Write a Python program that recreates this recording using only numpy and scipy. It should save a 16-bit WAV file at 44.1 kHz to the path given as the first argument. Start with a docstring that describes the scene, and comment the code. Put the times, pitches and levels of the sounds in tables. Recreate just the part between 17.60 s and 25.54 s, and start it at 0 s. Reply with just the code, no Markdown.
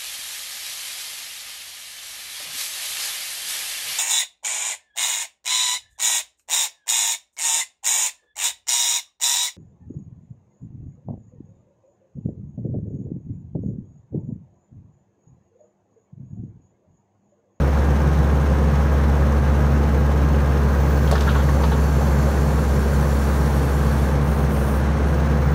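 """A paved yard, one small microphone a few metres from a four-cylinder diesel loader at steady throttle.
Exhaust multiples of the firing rate, fan shaft tones, a noise roar and a chopped turbo whistle run throughout.
Oil hisses as filtered noise through the valves while the arms lower the machine and lift the bucket,
whose steel linkage clanks as its load comes off: short noise scrapes that ring decaying modes."""
import sys
import numpy as np
from scipy import signal
from scipy.fft import rfft, irfft
from scipy.io import wavfile
from scipy.ndimage import uniform_filter1d, map_coordinates

SR = 44100
rng = np.random.default_rng(int(sys.argv[2]) if len(sys.argv) > 2 else 0)


def wav_out(sig):
    """Save sig, one row per channel (or a flat mono array), as 16-bit PCM at SR to the path in sys.argv[1]."""
    wavfile.write(sys.argv[1], SR, np.round(np.clip(np.atleast_2d(sig).T, -1, 1) * 32767).astype(np.int16))


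def nominal_scale(level):
    """Amplitude ratio for a level in decibels (scalar or array-like)."""
    x = np.asarray(level, float) / 20
    return 10 ** x


N = 350154
T = np.arange(N) / SR


def evened(x):
    """Scales to rms 1."""
    return x / np.sqrt(np.mean(x ** 2) + 1e-20)


def curves(rows):
    """Every column of a table after the time, interpolated sample by sample."""
    s, *columns = np.transpose(rows)
    return [np.interp(T, s, column) for column in columns]


def drift(hz):
    """Slow chance of rms 1, up to about hz."""
    knots = rng.standard_normal(4000)
    return evened(map_coordinates(knots, [T * hz * 2], order=3))


def humps(peaks, hz):
    """Summed gain of resonances, each 3 dB down half a width from its centre."""
    return sum(nominal_scale(db) / np.sqrt(1 + (2 * (hz - f) / width) ** 4) for f, width, db in peaks)


def noise(shape, patchy_db):
    """Random short-time spectra times shape(hz, s), in patches that come and go."""
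    real, imaginary, patches = rng.standard_normal((N // 256 + 5, 513, 3)).T
    patches = uniform_filter1d(patches, size=12, axis=0)  # over frequency
    patches = evened(uniform_filter1d(patches, size=8, axis=1))  # over time
    hz = np.fft.rfftfreq(1024, 1 / SR)[:, None]
    s = np.arange(real.shape[1]) * 256 / SR
    spectra = (real + 1j * imaginary) * nominal_scale(patchy_db * patches) * shape(hz, s)
    return signal.istft(spectra, nperseg=1024, noverlap=768)[1][:N]


# engine running: (time [s], firing rate [Hz], exhaust level [dB])
ENGINE_COURSE = [(0, 70.2, -17.5), (0.45, 70.5, -17.7), (1.35, 70.43, -17.3), (2.25, 70.4, -17.6),
                 (2.55, 70.56, -17.2), (2.85, 69.96, -17.8), (3.45, 69.56, -17.5), (4.2, 69.52, -17.5),
                 (4.8, 69.18, -18.9), (5.55, 68.77, -19.0), (6.45, 68.93, -19.6), (6.75, 68.85, -20.4),
                 (7.05, 67.71, -20.9), (7.35, 70.21, -19.9), (7.65, 69.84, -19.3), (7.94, 70.0, -19.2)]


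def engine_course():
    """Running count of firings, the integral of their rate, and the exhaust level in dB."""
    rate_hz, level_db = curves(ENGINE_COURSE)
    return np.cumsum(rate_hz) / SR + 0.2005, level_db


# strength of each cylinder in firing order: (strength [dB, before each caller's scaling])
CYLINDER_STRENGTH = [-1.8, -2.5, -1.7, -0.32]


def throb(firings, late, spread):
    """Swell once a firing, uneven by cylinder and by chance; callers scale it to dB."""
    cycle = np.floor(firings - late).astype(int) + 2
    strength = np.take(CYLINDER_STRENGTH, cycle % 4) + spread * rng.standard_normal(800)[cycle]
    swell = -np.cos(2 * np.pi * (firings - late))
    return swell + uniform_filter1d(strength, size=200)  # softens the step between cylinders


# multiples 1, 2, 3 .. of the firing rate, four of exhaust note, then block knock: (relative level [dB])
FIRING_MULTIPLES = [0, -10.5, -23.5, -25.5, -37.5, -25, -22, -28, -25, -27.5, -38, -32.5, -32, -25.5, -26,
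                    -30, -27, -25.5, -42, -40, -60, -44, -26, -46]


def exhaust(firings, level_db):
    """Clean multiples of the firing rate; the low four nearly in step, which makes a peaked pulse."""
    k = np.arange(1, len(FIRING_MULTIPLES) + 1)
    phase = np.where(k < 5, .42 * (k - 1), rng.uniform(0, 2 * np.pi, len(k)))

    def tone(i):
        return nominal_scale(FIRING_MULTIPLES[i]) * np.cos(2 * np.pi * k[i] * firings + phase[i])

    note = sum(tone(i) for i in range(4))
    knock = sum(tone(i) for i in range(4, len(k)))
    knock *= nominal_scale(0.57 * throb(firings, late=0.19, spread=0.0))
    return np.sqrt(2) * (nominal_scale(level_db + 0.24 * drift(hz=8)) * note + nominal_scale(-20.5) * knock)


# multiples 1, 2, 3 .. of the fan shaft, seven uneven blades: (rms level [dB])
FAN_MULTIPLES = [-51, -38.5, -45.5, -35.5, -31.5, -46, -31, -46, -45, -45, -49.5, -48, -54, -44, -48.5,
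                 -45.5, -46]
FAN_TURNS_PER_FIRING = .4505


def fan(firings):
    """Shaft multiples of the belt-driven fan, each wavering in the turbulent inflow."""
    turns = FAN_TURNS_PER_FIRING * firings
    out = 0
    for k, db in enumerate(FAN_MULTIPLES):
        waver_db = (1.25 + 0.089 * k) * drift(hz=4)
        tone = np.cos(2 * np.pi * ((k + 1) * turns + rng.random()))
        out = out + np.sqrt(2) * nominal_scale(db + waver_db) * tone
    return out


# rush of fan air, intake and panels: (frequency [Hz], relative density [dB per Hz])
ROAR_COLOUR = [(20, -38), (35, -27), (55, -8.5), (100, -6.5), (140, 3), (200, -6), (350, -11), (520, -12.5),
               (680, -16.5), (1500, -20.5), (2800, -31), (5000, -41.5), (8000, -46.5), (13000, -50.5),
               (15000, -52), (16000, -54)]
# panel resonances in that rush: (frequency [Hz], width [Hz], gain [dB, before the panel share])
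PANEL_RESONANCES = [(445, 98, 0.66), (536, 50, 4.6), (833, 117, 6.5), (1090, 104, 1.3), (1600, 330, 0.92),
                    (4270, 830, 1), (5470, 190, 12), (6240, 610, 14), (7110, 390, 3), (8570, 780, 3.9),
                    (9400, 500, 2.6), (11500, 1000, 7)]
ROAR_DB, PANEL_SHARE = -24, 0.36


def roar(firings, low_db, mid_db):
    """Wide rush of coloured noise; its treble is combustion rattle that pulses with the firings."""
    f, db = np.transpose(ROAR_COLOUR)
    hz = np.fft.rfftfreq(N, 1 / SR) + 1
    colour = nominal_scale(np.interp(np.log(hz), np.log(f), db)) * (1 + humps(PANEL_RESONANCES, hz) * PANEL_SHARE)
    rush = noise(lambda hz, s: 1, patchy_db=0.64)
    spectrum = rfft(evened(irfft(rfft(rush) * colour, N)))
    low_share = 1 / (1 + (hz / 650) ** 4)
    high_share = 1 / (1 + (2400 / hz) ** 4)
    low = irfft(spectrum * low_share, N)
    mid = irfft(spectrum * (1 - low_share - high_share), N)
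    rattle = irfft(spectrum * high_share, N)
    pulse_db = 1.07 * throb(firings, late=0.22, spread=0.38) + 0.12 * drift(hz=9)
    return nominal_scale(ROAR_DB) * (nominal_scale(low_db) * low + nominal_scale(mid_db + 0.21 * pulse_db) * mid + nominal_scale(pulse_db) * rattle)


# turbo: (time [s], whistle frequency [Hz], level [dB])
TURBO_COURSE = [(0, 15100, -57), (.3, 14880, -59), (.6, 14760, -59), (2.7, 14780, -58), (3.1, 14940, -57),
                (3.4, 15110, -54), (3.7, 15310, -64), (4.1, 15430, -62), (5.6, 15620, -61),
                (6.2, 15900, -60), (6.9, 15740, -62), (7.35, 15750, -74), (7.47, 15520, -68),
                (7.56, 15420, -58), (7.7, 15380, -55), (7.94, 15130, -57)]
# a low whistle is chopped hard into widely spread sidebands; as it climbs it steadies
LOW_WHISTLE_HZ, LOW_SPREAD_HZ, STEADY_SPREAD_HZ, STEADYING_HZ = 14760, 140, 40, 350
WANDER = .6  # wandering of the loudest sideband, as a share of the extra spread


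def turbo(firings):
    """Blade whistle chopped by the exhaust pulses: sidebands one firing rate apart, the loudest wandering."""
    hz, level_db = curves(TURBO_COURSE)
    chopping = np.exp((LOW_WHISTLE_HZ - hz) / STEADYING_HZ)
    spread_hz = STEADY_SPREAD_HZ + (LOW_SPREAD_HZ - STEADY_SPREAD_HZ) * chopping
    shift_hz = WANDER * (spread_hz - STEADY_SPREAD_HZ) * drift(hz=.7)
    turns = np.cumsum(hz + 4 * drift(hz=10) + 24 * drift(hz=120)) / SR
    out = 0
    for k in range(-4, 5):
        # sidebands weighted as if 70 Hz apart, near the firing rate
        weight_db = -6.1 * ((k * 70 - shift_hz) / spread_hz) ** 2 + 3.2 * drift(hz=25)
        line = np.sin(2 * np.pi * (turns + k * firings + .3 * drift(hz=6)))
        out = out + nominal_scale(weight_db) * line
    return nominal_scale(level_db) * out / np.sqrt(spread_hz / 70)  # a wider spread gets no louder


# time from its loudest for a 9600 Hz pipe to fall 7.9 dB; higher pipes sing for a shorter span
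SONG_S_AT_9600_HZ, SONG_SHORTENING = 1.2, 0.86


def singing(pipes, hiss_db, hz, s):
    """Wide hiss plus each pipe resonance swelling and fading at its own time."""
    now = []
    for f, width, db, loudest_s in pipes:
        away = (s - loudest_s) / SONG_S_AT_9600_HZ * (f / 9600.0) ** SONG_SHORTENING
        now.append((f, width, db - 7.9 * away ** 2))
    return humps(now, hz) + nominal_scale(hiss_db) / np.sqrt(1 + (4500 / (hz + 1)) ** 4)


def strokes(rows, open_s, shut_db_per_s):
    """Gain of a valve that opens over open_s and dies away once shut."""
    out = 0
    for start, shut, db in rows:
        opening = np.clip((T - start) / open_s, 0, 1)
        out = out + nominal_scale(db - shut_db_per_s * np.maximum(T - shut, 0)) * opening
    return out


def oil_jet(pipes, hiss_db, flow):
    """Turbulent oil hisses through its pipes and flutters; hiss_db is the wide hiss under the pipes."""
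    jet = evened(noise(lambda hz, s: singing(pipes, hiss_db, hz, s), patchy_db=1.0))
    return flow * nominal_scale(0.22 * drift(hz=12) + 0.45 * drift(hz=39)) * jet


# pipes that sing in turn as the load shifts:
# (frequency [Hz], width [Hz], relative level [dB], loudest at [s])
LOWERING_PIPES = [(3500, 360, 2.5, 8.4), (4420, 460, 1.5, 4.5), (5600, 280, 1, 5.1), (6250, 240, 4.5, 3.9),
                  (7120, 260, 4, 4.74), (8530, 190, 1, 5.6), (9880, 210, -2, 5.4), (10900, 170, -3, 5.8),
                  (11430, 240, -0.5, 4.47), (11650, 250, -3, 6), (12000, 300, 2, 2.7),
                  (12900, 220, -10, 5.7), (13900, 200, -15, 5.2)]
# strokes of the lowering valve: (opens at [s], shuts at [s], flow gain [dB])
LOWERING_STROKES = [(2.6, 6.47, -46), (4.9, 6.5, -59.5)]


def lowering_valve():
    """Oil throttled out of the arms: the valve creeps open and snaps shut."""
    flow = strokes(LOWERING_STROKES, open_s=0.96, shut_db_per_s=90)
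    return oil_jet(LOWERING_PIPES, hiss_db=-7, flow=flow)


# blows: (time [s], ring peak [dB], pitch struck hardest [Hz], scrape decay [s],
# grit rms before its envelope [dB])
CLANK_BLOWS = [(3.473, -30, 600, 0.015, -35), (3.513, -10, 564, 0.0047, -23.5),
               (3.524, -7.5, 400, 0.0105, -29), (3.553, -15, 1250, 0.0097, -29),
               (3.579, -44, 1500, 0.0095, -34), (3.607, -28, 1600, 0.007, -28),
               (3.621, -19, 700, 0.0051, -35), (3.63, -38, 1300, 0.011, -36),
               (3.669, -16, 1360, 0.024, -33.5), (3.687, -30, 1300, 0.018, -29),
               (3.747, -16, 1200, 0.016, -33), (3.785, -24, 1450, 0.026, -36),
               (3.885, -19.5, 1300, 0.01, -38), (4.035, -17.5, 1090, 0.012, -30),
               (4.075, -24, 1300, 0.011, -37), (4.114, -19, 1110, 0.019, -32.5)]
# bucket and linkage modes: (frequency [Hz], relative level [dB], time to fall 60 dB [s])
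BUCKET_MODES = [(190, 12, .12), (303, -1.5, 0.073), (448, -8, 0.069), (580, 0, 0.054), (642, 2, 0.068),
                (750, -1, 0.051), (922, -1, 0.16), (990, -2, .07), (1105, 2, 0.078), (1277, -4, 0.096),
                (1388, -3, 0.069), (1454, -2, 0.048), (1625, -3, 0.056), (1760, -1, 0.087)]
# a longer scrape excites a narrower band
GRIT_HZ, OCTAVES_AT_10_MS, NARROWING, RING_SHARE_OF_BREADTH = 3150, 0.7, 0.99, 0.93


def clanks():
    """Each blow is a short scrape: it rings the bucket modes near the spot and throws a gritty crack."""
    out, t = np.zeros(N), np.arange(12000) / SR
    hz, mode_db, t60 = np.transpose(BUCKET_MODES)[:, :, None]
    rings = nominal_scale(mode_db - 60 * t / t60) * np.sin(2 * np.pi * hz * t)
    wide_hz = np.fft.rfftfreq(len(t), 1 / SR) + 1
    for row, grit in zip(CLANK_BLOWS, rng.standard_normal((len(CLANK_BLOWS), len(t)))):
        s, ring_db, struck_hz, length, grit_db = row
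        octaves = OCTAVES_AT_10_MS * (length * 100) ** -NARROWING
        scrape = np.exp(-t / length) * (1 - np.exp(-t / (12 * length ** 2)))  # long scrapes start softly
        near = nominal_scale(-6.1 * (np.log2(hz / struck_hz) / (RING_SHARE_OF_BREADTH * octaves)) ** 2)
        push = grit * scrape ** 2
        push = push / np.linalg.norm(push)
        push[20] -= .5 * octaves ** 2  # a broad blow lands with one hard contact
        ring = signal.fftconvolve((near * rings).sum(0), push)[:len(t)]
        band = nominal_scale(-6.1 * (np.log2(wide_hz / GRIT_HZ) / octaves) ** 2)
        # loose pins rattle on after the crack
        rattle = 0.11 * np.exp(-t / 0.048) * np.tanh(t / 0.0078)
        crack = evened(irfft(rfft(grit) * band)) * (scrape + rattle)
        blow = nominal_scale(ring_db) * ring / np.abs(ring).max() + nominal_scale(grit_db) * crack
        part = out[round(s * SR):][:len(t)]
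        part += blow[:len(part)]
    return out


# pipes of the tilt valve: (frequency [Hz], width [Hz], relative level [dB], loudest at [s])
TILT_PIPES = [(8700, 300, -9, 7.05), (9400, 410, -4, 6.9), (9900, 270, -10, 7.1), (11300, 410, -8, 7.05),
              (13400, 200, -7, 7.01), (13750, 200, -4, 6.6), (14200, 300, -10, 7.1), (15600, 400, -4, 6.2)]
# short jabs on the lever: (opens at [s], shuts at [s], flow gain [dB])
TILT_JABS = [(6.61, 6.84, -50.5), (6.88, 7.17, -47.5), (7.44, 7.48, -50)]


def tilt_valve():
    """Oil spurts through the tilt valve, which opens and shuts faster than the lowering valve."""
    flow = strokes(TILT_JABS, open_s=0.055, shut_db_per_s=150)
    return oil_jet(TILT_PIPES, hiss_db=-10, flow=flow)


def scene():
    """All sources add up at one microphone."""
    firings, level_db = engine_course()
    engine = exhaust(firings, level_db) + fan(firings)
    # levels of the roar below about 650 Hz, and from there to about 2400 Hz
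    engine = engine + roar(firings, low_db=0.08, mid_db=.3)
    engine = engine + turbo(firings)
    return (engine + lowering_valve() + clanks() + tilt_valve())[None]


def roll_off(x):
    """The treble ends steeply here."""
    return signal.sosfilt(signal.butter(12, 15920, fs=SR, output="sos"), x)


def record(dry):
    """The small microphone loses the deepest bass; a steep low-pass then limits the band."""
    bass_cut = signal.butter(2, 28, "high", fs=SR, output="sos")
    miked = signal.sosfilt(bass_cut, dry)
    edge = signal.firwin(1023, 15740, window=("kaiser", 9), fs=SR)
    mix = signal.oaconvolve(miked, edge[None], "same")
    return roll_off(mix)


dry = scene()
out = record(dry)
wav_out(out)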